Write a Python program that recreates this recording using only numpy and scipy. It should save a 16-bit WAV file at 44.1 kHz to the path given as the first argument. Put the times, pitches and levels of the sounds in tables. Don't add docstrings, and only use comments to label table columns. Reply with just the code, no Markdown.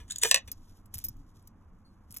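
import sys
import numpy as np
from scipy import signal
from scipy.fft import rfft, irfft, next_fast_len
from scipy.io import wavfile
from scipy.ndimage import map_coordinates

SR = 44100
rng = np.random.default_rng(int(sys.argv[2]) if len(sys.argv) > 2 else 0)


def natural_amplitude(level_db):
    exponent = np.asarray(level_db, float) / 20
    return 10 ** exponent


def wav_record(signal):
    frames = np.transpose(np.atleast_2d(signal))
    bounded = np.clip(frames, -1, 1)
    quanta = np.round(bounded * 32767).astype(np.int16)
    wavfile.write(sys.argv[1], SR, quanta)


N = 97020

# centre_hz, width_hz, level_db
SLOT_MODES = [(1686, 260, -17.5), (2640, 310, -20.5), (3610, 300, -2), (4815, 2000, -13), (6920, 470, 1.5),
              (8650, 740, -3), (11402, 3000, -18), (15000, 1700, -23)]
# centre_hz, width_hz, level_db
LOOSE_GRID_MODES = [(1702, 69, 1), (2030, 350, -6.5), (2457, 110, -1.5), (2934, 110, 2.5), (3424, 90, 5),
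                    (3565, 90, 5.5)]
# centre_hz, width_hz, level_db
GRID_TREBLE_MODES = [(4340, 500, -3.5), (6053, 260, 3.5), (7200, 180, -1), (8310, 870, 0.5),
                     (10460, 420, -4), (12230, 1500, -6.5), (14540, 500, -8), (15700, 800, -14)]
SCATTER_DB = 1.5


def unit(x):
    return x / np.sqrt(np.mean(x ** 2) + 1e-20)


def along(points, hz):
    f, v = np.transpose(points)
    return np.interp(np.log(hz + 1), np.log(f + 1), v)


def curve(rows):
    return np.interp(np.arange(N) / SR, *np.transpose(rows))


def wobble(rate):
    knots = rng.standard_normal(int(N * rate / SR) + 4)
    return map_coordinates(knots, [np.arange(N) * rate / SR])


def filtered(x, response):
    m = next_fast_len(x.shape[-1] + 8192)
    return irfft(rfft(x, m) * response(np.fft.rfftfreq(m, 1 / SR)), m)[..., :x.shape[-1]]


def body(modes, hz, extra_db=0):
    centre, width, db = np.transpose(modes)[:, :, None]
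    sign = (-1.) ** np.arange(len(modes))[:, None]
    damping = 1j * hz * width
    return (sign * natural_amplitude(db + extra_db) * damping / (centre * centre - hz * hz + damping)).sum(axis=0)


def noise(spectrum):
    return unit(filtered(rng.standard_normal((2, N)), lambda hz: natural_amplitude(along(spectrum, hz))))


def contacts(rows, modes_of, snap, scatter_db, contact=1, rise=0.00036):
    out, t = np.zeros(N + 4096), np.arange(4096) / SR
    for start_s, db, t60, colour in rows:
        force = rng.standard_normal(len(t)) * natural_amplitude(-60 * t / t60) * (1 - np.exp(-t / rise))
        force[8:8 + contact] += snap
        modes = np.array(modes_of(colour))
        scatter = scatter_db * rng.standard_normal((len(modes), 1))
        ring = filtered(force, lambda hz: body(modes, hz, scatter))
        out[round(start_s * SR):][:len(t)] += natural_amplitude(db) * ring / np.abs(ring).max()
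    return out[:N]


def tilted(modes):
    return lambda tilt_db: [(c, w, db + tilt_db * np.log2(c / 4000)) for c, w, db in modes]


def lifted(modes, gain_db):
    return [(c, w, db + gain_db) for c, w, db in modes]


def room_tone():
    # frequency_hz, level_db
    room_spectrum = [(60, -4), (95, 3), (140, -18), (190, -7.5), (330, -21), (600, -27), (1100, -23),
                     (2000, -38.5), (4500, -56), (14500, -60.5), (15200, -85)]
    shared, opposed = noise(room_spectrum) * natural_amplitude(0.47 * wobble(7))
    opposed = filtered(opposed, lambda hz: .55 * hz / (hz + 300) / (1 + (hz / 3000) ** 2))
    return natural_amplitude(-57) * (ports(shared) + np.array([opposed, -opposed]))


def handling():
    # start_s, level_db, pitch_hz
    thumps = [
        (.002, -33, 64.4),
        (0.437, -34, 61.4),
        (.58, -35, 25),
        (0.954, -25.5, 85.2),
        (1.1, -31.5, 109.2),
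        (2.101, -37, 191),
    ]
    # time_s, level_db
    rumble_level = [(0, -45.5), (.1, -54.5), (.4, -58), (.6, -47.5), (.75, -55.5), (1.1, -48), (1.4, -57),
                    (2.2, -61)]
    # frequency_hz, level_db
    rumble_spectrum = [(8, -11.5), (25, 5.5), (60, -7.5), (120, -14), (300, -14.5), (500, -49), (900, -120)]
    out, t = np.zeros(N + 4096), np.arange(4096) / SR
    for start_s, db, hz in thumps:
        swing = np.sin(2 * np.pi * hz * t) * np.exp(-hz * t / 0.71)
        onset = np.tanh(hz * t * 2) ** 2
        out[round(start_s * SR):][:len(t)] += natural_amplitude(db) * swing * onset
    lumps = unit(natural_amplitude(3 * wobble(42)))
    return out[:N] + noise(rumble_spectrum)[0] * lumps * natural_amplitude(curve(rumble_level) - 3.5)


def rustle():
    # frequency_hz, level_db
    cloth_spectrum = [(1500, -28), (3200, -4), (4500, -3.5), (6000, -0.5), (9000, -7.5), (14200, -4.5),
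                      (14800, -36.5)]
    # time_s, level_db
    rustle_level = [(0, -84), (.07, -74.5), (.6, -79), (.7, -69.5), (.8, -75), (.9, -87), (.95, -64.5),
                    (1.02, -59), (1.035, -70), (1.05, -63.5), (1.12, -79), (1.23, -83), (1.29, -75),
                    (1.33, -83), (1.37, -70), (1.5, -87), (2.06, -84.5), (2.15, -67.5)]
    grain = unit(natural_amplitude(2.1 * wobble(250) + 3.0 * wobble(42)))
    return noise(cloth_spectrum)[0] * grain * natural_amplitude(curve(rustle_level) + 1.5)


def column_knocks():
    # start_s, peak_db, chatter_t60_s, brightness_db_per_octave
    knocks = [(.001, -44.5, 0.14, -3.5), (.2341, -4, .009, 0.5), (.236, -9, .008, 2.5),
              (.2475, -19.5, .02, -6.5), (.2491, -17, .016, -2), (.2547, -16.5, .024, -3.5),
              (.2629, -21, .02, 2.5), (.2659, -23, .024, 2.5), (.2732, -21.5, .02, 2),
              (.2796, -28, .024, 1), (.2865, -26.5, .03, 3), (.2938, -29, .04, 2),
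              (.4758, -40.5, .03, -0.5), (.478, -38, .04, 1.5), (.4815, -41, .06, -2.5)]
    # centre_hz, width_hz, level_db
    open_column = [(456, 45, 0), (935, 60, -4.5), (1250, 300, -11)]
    modes = tilted(open_column + LOOSE_GRID_MODES + GRID_TREBLE_MODES)
    return contacts(knocks, modes, 5, SCATTER_DB, 2)


def scrape():
    # time_s, level_db
    slide_level = [(.08, -59.5), (.1, -61), (.21, -57), (.2285, -27), (.233, -19.5), (.2365, -40.5),
                   (.252, -31.5), (.3, -44), (.325, -53.5), (.384, -45), (.392, -65), (.45, -113.5)]
    grit = rng.standard_normal(N) * natural_amplitude(2.7 * wobble(500) + 2.0 * wobble(79))

    def plastic(hz):
        grid = body(LOOSE_GRID_MODES + GRID_TREBLE_MODES, hz)
        return (grid + 1.9 * body(SLOT_MODES, hz)) / (1 + 1j * hz / 9000)

    sliding = np.arange(N) / SR > slide_level[0][0]
    return unit(filtered(grit, plastic)) * natural_amplitude(curve(slide_level)) * sliding


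def slot_taps():
    # start_s, peak_db, chatter_t60_s, brightness_db_per_octave
    taps = [
        (.099, -34.5, 0.066, -4.5),
        (.1068, -19.5, 0.03, -1),
        (.1188, -25, 0.03, 1),
        (.1592, -22, 0.0093, 2.5),
        (.1832, -24, 0.014, 8.5),
        (.1955, -41.5, 0.015, 3),
        (.2135, -34, 0.025, 2),
        (.2168, -22, 0.017, 2),
        (.2212, -24, 0.016, -1.5),
        (.225, -25.5, .016, -6.5),
    ]
    return contacts(taps, tilted(SLOT_MODES), 1.1, SCATTER_DB, rise=.001)


def landing_clacks():
    # start_s, peak_db, chatter_t60_s, brightness_db_per_octave
    clacks = [
        (.3104, -24, .01, -2),
        (.3123, -1, 0.018, 0.5),
        (.3152, -11, .012, -1),
        (.3238, -21.5, 0.015, -4),
        (.344, -3.5, 0.03, -0.5),
        (.3557, -24.5, 0.014, -1.5),
        (.3598, -13, 0.014, -2),
        (.3692, -25, 0.016, -3.5),
        (.3744, -24.5, .016, -3.5),
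        (.379, -32, 0.012, -5),
    ]
    # centre_hz, width_hz, level_db
    filled_column = [(540, 50, -7.5), (800, 410, -19.5), (1092, 65, -10)]
    # centre_hz, width_hz, level_db
    loaded_grid = [(1420, 150, -24), (1760, 85, -2), (1888, 85, 0), (2200, 300, -12), (2448, 90, -5),
                   (2610, 85, 1), (2948, 100, 0), (3420, 90, -2), (3797, 85, 4)]
    modes = tilted(filled_column + loaded_grid + GRID_TREBLE_MODES)
    return contacts(clacks, modes, 7, SCATTER_DB, 3)


def loose_discs():
    # start_s, peak_db, ring_db, body_db, chatter_t60_s
    ticks = [(0.5162, -22.5, 2.5, -4, 0.014), (0.5176, -29.5, 11, -8, .014),
             (0.5224, -35.5, -0.5, -2.5, 0.0157), (0.773, -51.5, -10, -0.5, 0.0095),
             (.858, -45, -9.5, -5, 0.012), (.861, -45, -18.5, -0.5, 0.013), (0.9401, -27, 5, -2, 0.02),
             (0.9431, -20.5, -12, -5, 0.0082), (0.9477, -25.5, -15, 1, 0.0096),
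             (.9502, -34, -10, -2, 0.012), (0.9524, -33, -8, 0.5, 0.0087), (.9553, -28, -5, 2, .012),
             (0.9731, -37.5, 2, 7.5, 0.016), (.9821, -25.5, 1.5, -8, 0.0083),
             (0.9877, -25.5, -1.5, 0.5, 0.0075), (0.9922, -34.5, 0, 0, 0.01), (1.0014, -40, -6, 2, 0.012),
             (1.0399, -28.5, -7, 0.5, .011), (1.0405, -26, 11, 1.5, .011), (1.0431, -25, 9.5, 2, .011),
             (1.0457, -25.5, 11, -5.5, 0.01), (1.047, -24, 7.5, -17, .011),
             (1.0497, -24.5, 9.5, -7.5, 0.017), (1.0529, -35, 4, 3, .02), (1.0652, -35, 0.5, -3, .012),
             (1.0686, -37.5, -3, -3, .012), (1.0848, -28, 0.5, -3.5, 0.0085), (1.0854, -30.5, 26, 0, .012),
             (1.0887, -30.5, 10.5, -10, 0.014), (1.168, -53, -4, 10, .011), (1.37, -56.5, -17, 1, 0.012),
             (1.426, -50.5, -22, 4, 0.0082), (1.474, -37.5, -2.5, -7, 0.0093),
             (1.4766, -38.5, -4, -7, 0.012),
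             (2.1076, -34.5, -8, -2.5, 0.0072), (2.1095, -44, -3.5, 2, 0.013),
                  (2.1126, -41.5, -6, 0, .012), (2.1153, -37, -6, -5, .009),
                  (2.1244, -31.5, -10.5, -13.5, 0.014), (2.1423, -34.5, -0.5, 6, 0.0111),
                  (2.1475, -38, -7.5, 3, 0.008), (2.1514, -38, -13, 2, .009),
                  (2.1556, -46, -18.5, 8, 0.0077), (2.1648, -28.5, 0, 5.5, 0.0102),
                  (2.1685, -31, 7, -6, .012), (2.1703, -26, 2, -5, .014), (2.178, -37, -20, -5, 0.00824),
                  (2.1839, -33.5, -6, -6, 0.015), (2.187, -49, -4, -9, .014)]
    # centre_hz, width_hz, level_db
    dull_body = (3000, 5600, -16)
    # centre_hz, width_hz, level_db
    broad_modes = [(5505, 1200, -3), (7260, 3200, -5), (9930, 3400, -1.5), (11970, 870, 1.5),
                   (15140, 500, -21)]
    # centre_hz, width_hz, level_db
    high_ring = [(13690, 110, 12), (14350, 160, 1)]

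    def disc_modes(mix):
        ring_db, body_db = mix
        return lifted([dull_body], body_db) + broad_modes[:-1] + lifted(high_ring, ring_db) + broad_modes[-1:]

    rows = [(s, db, t60, (ring_db, body_db)) for s, db, ring_db, body_db, t60 in ticks]
    return contacts(rows, disc_modes, 6, 3)


def squeak():
    start_s, pitch_hz, level_db, t60_s = 1.847, 4400, -63, .22
    t = np.clip(np.arange(N) / SR - start_s, 0, 9)
    pitch = pitch_hz * (1 + .018 * wobble(730) - .2 * t)
    phase = 2 * np.pi * np.cumsum(pitch) / SR
    envelope = natural_amplitude(level_db - 60 * t / t60_s) * (1 - np.exp(-t / 0.0051))
    return envelope * (np.sin(phase) + 0.51 * np.sin(2 * phase))


def walls(x):
    # frequency_hz, t60_s
    wall_t60 = [(400, .11), (2500, 0.12), (6500, 0.09), (11000, 0.02), (15000, 0.022)]
    # frequency_hz, share
    wall_side = [(1500, .9), (3500, .15)]
    hz, t, z = signal.stft(rng.standard_normal((2, SR // 2)), SR, nperseg=256)
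    share = np.array([np.ones_like(hz), along(wall_side, hz)])[:, :, None]
    decay = natural_amplitude(-60 * t / along(wall_t60, hz)[:, None])
    mid, side = signal.istft(z * share * decay, SR, nperseg=256)[1]
    tail = np.array([mid + side, mid - side]) / np.linalg.norm(mid)
    delayed = np.pad(x, (200, 0))[None]
    return signal.fftconvolve(delayed, tail, axes=1)[:, :N]


def ports(x):
    # frequency_hz, left_right_share
    port_shade = [(100, -.03), (250, -.12), (1500, -.12), (3000, 0)]
    lag_s, corner_hz, soft_hz, top_hz = .000238, 2600, 700, 15690
    left_right = np.array([[1], [-1]])

    def response(hz):
        lead = np.pi * lag_s * np.logaddexp(0, (hz - corner_hz) / soft_hz) * soft_hz
        rolloff = 1 / np.sqrt(1 + (hz / top_hz) ** 40)
        return np.exp(1j * lead * left_right) * rolloff * (1 + along(port_shade, hz) * left_right)

    return filtered(x, response)


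def scene():
    discs = column_knocks() + scrape() + slot_taps() + landing_clacks() + loose_discs()
    airborne = discs + natural_amplitude(-13.5) * walls(discs) + rustle() + squeak()
    return ports(airborne) + room_tone() + handling()


def roll_off(x):
    return signal.sosfilt(signal.butter(12, 16980, fs=SR, output="sos"), x)


def record(dry):
    return roll_off(dry)


dry = scene()
out = record(dry)
wav_record(out)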